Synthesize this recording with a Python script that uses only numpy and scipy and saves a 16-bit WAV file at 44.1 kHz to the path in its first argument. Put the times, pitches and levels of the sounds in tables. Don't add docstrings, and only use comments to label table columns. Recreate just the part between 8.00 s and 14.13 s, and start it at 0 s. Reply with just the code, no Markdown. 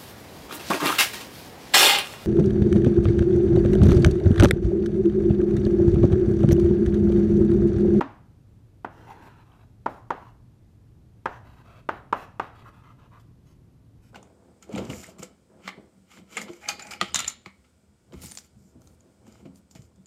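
import sys
import numpy as np
from scipy import signal
from scipy.fft import rfft, irfft
from scipy.io import wavfile
from scipy.ndimage import uniform_filter1d

SR = 44100
rng = np.random.default_rng(int(sys.argv[2]) if len(sys.argv) > 2 else 0)


def to_wav(s):
    ch = np.atleast_2d(s).T
    pcm = np.round(np.clip(ch, -1, 1) * 32767)
    wavfile.write(sys.argv[1], SR, pcm.astype(np.int16))


N = 270333

# frequency in Hz, time to fall by 60 dB in seconds.
ROOM_DECAY = [(120, 0.72), (400, .5), (1000, 0.48), (3000, 0.45), (7000, 0.5), (14000, 0.16)]


def amp(db):
    return 10 ** (np.asarray(db) / 20)


def evened(x):
    return x / np.sqrt(np.mean(x ** 2) + 1e-20)


def read(points, hz):
    f, value = np.transpose(points)
    return np.interp(np.log(hz + 1), np.log(f + 1), value)


def add(mix, s, sound):
    part = mix[max(round(s * SR), 0):][:len(sound)]
    part += sound[:len(part)]


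def coloured(x, points):
    spectrum = rfft(x)
    gain = amp(read(points, np.fft.rfftfreq(len(x), 1 / SR)))
    return irfft(spectrum * gain, len(x))


def resonate(x, hz, width_hz):
    b, a = signal.iirpeak(hz, hz / width_hz, fs=SR)
    return signal.lfilter(b, a, x)


def sing(x, hz, width_hz):
    narrow = resonate(x, hz, width_hz)
    return evened(resonate(narrow, hz, 2 * width_hz))


def ventilation(air_db=-54, hum_hz=113, hum_filter_width_hz=20, hum_db=-57.5):
    # frequency in Hz, relative level in dB.
    air_colour = [(15, -30.5), (35, -4), (55, -4.5), (100, 0), (160, -6), (220, -10), (300, -12.5),
                  (400, -20), (600, -26.5), (1000, -32.5), (2000, -39.5), (5000, -44), (14000, -49.5),
                  (14700, -66)]
    air = evened(coloured(rng.standard_normal(N), air_colour))
    hum = resonate(rng.standard_normal(N), hum_hz, hum_filter_width_hz)
    hum = evened(resonate(hum, hum_hz, hum_filter_width_hz))
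    return amp(air_db) * air + amp(hum_db) * hum


def pulse(spectrum_db, size=4096):
    hz = abs(np.fft.fftfreq(size, 1 / SR))
    log_gain = np.log(amp(spectrum_db(hz)))
    response = np.exp(np.conj(signal.hilbert(log_gain)))
    return np.fft.ifft(response).real[:size // 2]


def tail(t60, onset_s, size=256):
    impulses = rng.choice([-1., 1.], SR) * (rng.random(SR) < 1 / 2)
    hz, t, bands = signal.stft(impulses, SR, nperseg=size)
    decay = amp(-60 * t / read(t60, hz)[:, None])
    echoes = signal.istft(bands * decay, SR, nperseg=size)[1]
    return np.r_[np.zeros(round(onset_s * SR)), echoes / np.linalg.norm(echoes)]


def crumble(decay_s=0.0054, length_s=.04):
    # frequency in Hz, relative level in dB.
    grit_colour = [(300, -12), (2500, 11), (4200, -2), (6500, -0.5), (9000, -6.5), (15000, -16.5)]
    t = np.arange(round(length_s * SR)) / SR
    grit = evened(coloured(rng.standard_normal(len(t)), grit_colour))
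    return grit * np.exp(-t / decay_s)


def taps(thump_hz=270, thump_octaves=0.41, treble_hz=2000, bend_width_hz=900, ring_width_hz=150,
         frame_echo_gain=-1.79, bend_delay_s=0.00344, bend_gain=5.37,
         spread_gain=0.52, radiate_hz=1750, radiate_db=-5, shudder_db=-8.5, wet_db=-13.5, crumble_db=-36):
    # start in seconds, knock peak in dB, low thump in dB,
    # treble tilt in dB, frame echo delay in seconds, bending wave in Hz, panel ring in Hz, ring gain in dB.
    landings = [ (.0088, -10.5, 13.5, 9, 0.0017, 1054, 1136, -3),
                (0.8464, -17.5, 5.5, -0.5, 0.0018, 1490, 840, 0),
                (1.861, -11, 3, -5, 0.0017, 1130, 1030, -9.5),
                (2.1045, -10.5, 0, 2, .0017, 1214, 1010, -6.5),
                (3.2574, -11.5, -1.5, 4.5, 0.0014, 1480, 843, -3.5),
                (3.8897, -10.5, 2, 4.5, 0.001248, 1420, 806, -3.5),
                (4.1266, -8, 0.5, 3, .0015, 1200, 1110, -4.5),
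                (4.3967, -12, 0, 6.5, .0013, 1250, 1110, -19)]
    # frequency in Hz, relative level in dB.
    knock_colour = [(30, -18), (130, -8), (250, -4.5), (450, -1.5), (800, 4), (1400, -6), (2000, -14),
                    (3000, -21.5), (4200, -32), (6500, -41), (9000, -58.5), (15000, -65.5)]
    # frequency in Hz, width in Hz, gain in dB.
    panel_modes = [(264.6, 35, -6), (379, 50, -5.5), (595, 60, -4.5), (937, 90, -14)]
    # frequency in Hz, time to fall by 60 dB in seconds.
    panel_decay = [(150, 0.23), (900, 0.083), (3000, 0.0834), (12000, 0.067)]
    out = np.zeros(N)
    for s, peak_db, thump_db, treble_db, echo_s, bend_hz, ring_hz, ring_db in landings:
        def push_spectrum(hz):
            treble = treble_db * hz ** 2 / (hz ** 2 + treble_hz ** 2)
            thump = thump_db * np.exp(-(np.log2((hz + 1) / thump_hz) / thump_octaves) ** 2)
            return read(knock_colour, hz) + treble + thump

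        push = pulse(push_spectrum)
        wave = resonate(push, bend_hz, bend_width_hz)
        wave = resonate(wave, bend_hz, bend_width_hz)
        knock = push.copy()
        add(knock, echo_s, frame_echo_gain * push)
        add(knock, bend_delay_s, bend_gain * wave)
        knock = knock + amp(ring_db) * resonate(knock, ring_hz, ring_width_hz)
        knock = knock + sum(amp(db) * resonate(knock, hz, width) for hz, width, db in panel_modes)
        knock *= amp(peak_db) / abs(knock).max()
        add(out, s, knock)
        add(out, s, amp(peak_db + crumble_db + treble_db / 2) * crumble())
        spread = push + spread_gain * wave
        spread = spread + amp(radiate_db) * resonate(push, radiate_hz, bend_width_hz)
        spread *= np.linalg.norm(knock) / np.linalg.norm(spread)
        shudder = signal.fftconvolve(spread, tail(panel_decay, onset_s=.004))
        add(out, s, amp(shudder_db) * shudder)
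        reverb = signal.fftconvolve(spread, tail(ROOM_DECAY, onset_s=.012))
        add(out, s, amp(wet_db) * reverb)
    return out


def contact(length_s, fade_s):
    total_s = length_s + fade_s
    fade_share = min(2 * fade_s / abs(total_s), 1)
    return signal.windows.tukey(max(round(total_s * SR), 2), fade_share)


def spot(x, decay_s=.003, echo_db=-1, length_s=.02):
    t = np.arange(round(length_s * SR)) / SR
    echoes = rng.standard_normal(len(t)) * np.exp(-t / decay_s)
    echoes = echoes / np.linalg.norm(echoes)
    return evened(x + amp(echo_db) * signal.fftconvolve(x, echoes)[:len(x)])


def strokes(slips_per_s=1800, ring_width_hz=190, fade_s=0.035, grip_db=1.0, grip_s=.016,
            whistle_hz=14000, whistle_width_hz=316, whistle_db=-15):
    # start in seconds, end in seconds (both at mid-fade),
    # rasp in dB, powder hiss in dB, swell from start to end in dB, panel ring in Hz, ring level in dB.
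    drags = [ (0.907, 1.065, -60, -73, 6, 880, -76), (1.072, 1.133, -53.5, -66.5, 6, 850, -46),
             (1.141, 1.22, -59.5, -76, -2, 920, -60.5), (1.216, 1.284, -54, -67.5, 7, 856, -56),
             (1.28, 1.434, -60, -79.5, 1, 1320, -66.5), (1.456, 1.647, -63, -81, 4.5, 1250, -74),
             (1.888, 2.007, -63, -72, -16, 1030, -61), (2.12, 2.308, -60, -77, -2, 990, -62),
             (3.273, 3.384, -54.5, -74.5, 1, 960, -56.5), (3.443, 3.625, -58, -76.5, -1, 956, -67),
             (3.645, 3.809, -57.5, -77, 2.5, 1220, -69), (3.91, 4.007, -51, -78, -10, 1000, -61),
             (4.15, 4.253, -50, -64, -3, 1200, -69), (4.412, 4.486, -50.5, -72, -9, 900, -70),
             (4.549, 4.632, -56, -76, 3, 1250, -68), (4.646, 4.698, -52, -72.5, 7, 1220, -58),
             (4.732, 4.818, -61, -77.5, -3, 1240, -65), (4.831, 4.928, -58, -81, -2, 1230, -61.5),
             (4.988, 5.075, -61, -81, -5, 1230, -74), (5.117, 5.191, -57.5, -80, 6, 1140, -66),
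             (5.2, 5.212, -77, -66, 0, 1310, -85), (5.46, 5.534, -76.5, -71, -2, 1340, -89.5),
             (6.022, 6.102, -79, -70.5, 5.5, 1400, -86.5)]
    # frequency in Hz, relative level in dB.
    rasp_colour = [(100, 5), (300, -2), (600, 3), (1000, 8.5), (1450, 4), (2000, -4.5), (2750, -10.5),
                   (3700, -17.5), (4600, -18.5), (6300, -29), (7500, -31.5), (15000, -29.5)]
    # frequency in Hz, relative level in dB.
    powder_colour = [(300, -6.5), (1500, 9.5), (4000, 6), (7000, 5.5), (9000, 0), (12000, 0), (15000, -2.5)]
    # frequency in Hz, width in Hz, gain in dB.
    scrape_modes = [(2000, 120, -7), (2680, 346, 0.5), (3300, 550, -1), (3820, 200, 1.5), (5884, 270, -2)]
    slips = (rng.random(N) < slips_per_s / SR) * rng.choice([-1., 1.], N)
    grip = evened(uniform_filter1d(rng.standard_normal(N), max(round(grip_s * SR), 1)))
    slips *= amp(grip_db * grip)
    rasp = coloured(slips, rasp_colour)
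    rasp = evened(rasp + sum(amp(db) * resonate(rasp, hz, width) for hz, width, db in scrape_modes))
    powder = evened(coloured(evened(slips) + rng.standard_normal(N), powder_colour))
    whistle = sing(rng.standard_normal(N), whistle_hz, whistle_width_hz)
    powder = powder + amp(whistle_db) * whistle
    out = np.zeros(N)
    for start, end, rasp_db, powder_db, swell_db, ring_hz, ring_db in drags:
        pressure = contact(end - start, fade_s)
        pressure = pressure * amp(swell_db * np.linspace(-.5, .5, len(pressure)))
        first = round((start - fade_s / 2) * SR)
        span = slice(first, first + len(pressure))
        scrape = amp(rasp_db) * spot(rasp[span])
        scrape = scrape + amp(powder_db) * spot(powder[span])
        scrape = scrape + amp(ring_db) * sing(rasp[span], ring_hz, ring_width_hz)
        add(out, first / SR, scrape * pressure[:len(scrape)])
    return out


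def judders(fade_s=.012):
    # start in seconds, start of the final fade
    # in seconds (a value just before the start leaves only a blip), pitch in Hz, width in Hz, level in dB.
    locked_notes = [ (0.928, 1.287, 320, 250, -57), (0.953, 1.316, 1550, 350, -64),
                    (1.516, 1.514, 3120, 403, -64), (3.28, 3.372, 1655, 350, -60.5),
                    (3.302, 3.378, 5970, 700, -76), (4.575, 4.70, 377, 200.6, -62.5)]
    out = np.zeros(N)
    for start, end, hz, width_hz, db in locked_notes:
        tone = sing(rng.standard_normal(SR), hz, width_hz)
        pressure = contact(end - start, fade_s)
        add(out, start, amp(db) * pressure * tone[:len(pressure)])
    return out


def room(x, wet_db):
    reverb = signal.fftconvolve(x, tail(ROOM_DECAY, onset_s=0.011))[:N]
    return x + amp(wet_db) * reverb


def scene():
    dragging = room(strokes() + judders(), wet_db=-10.5)
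    mix = ventilation() + taps() + dragging
    return mix[None]


def record(dry, edge_hz=15150):
    low_pass = signal.firwin(511, edge_hz, window=("kaiser", 9), fs=SR)
    return signal.oaconvolve(dry, low_pass[None], "same")


dry = scene()
out = record(dry)
to_wav(out)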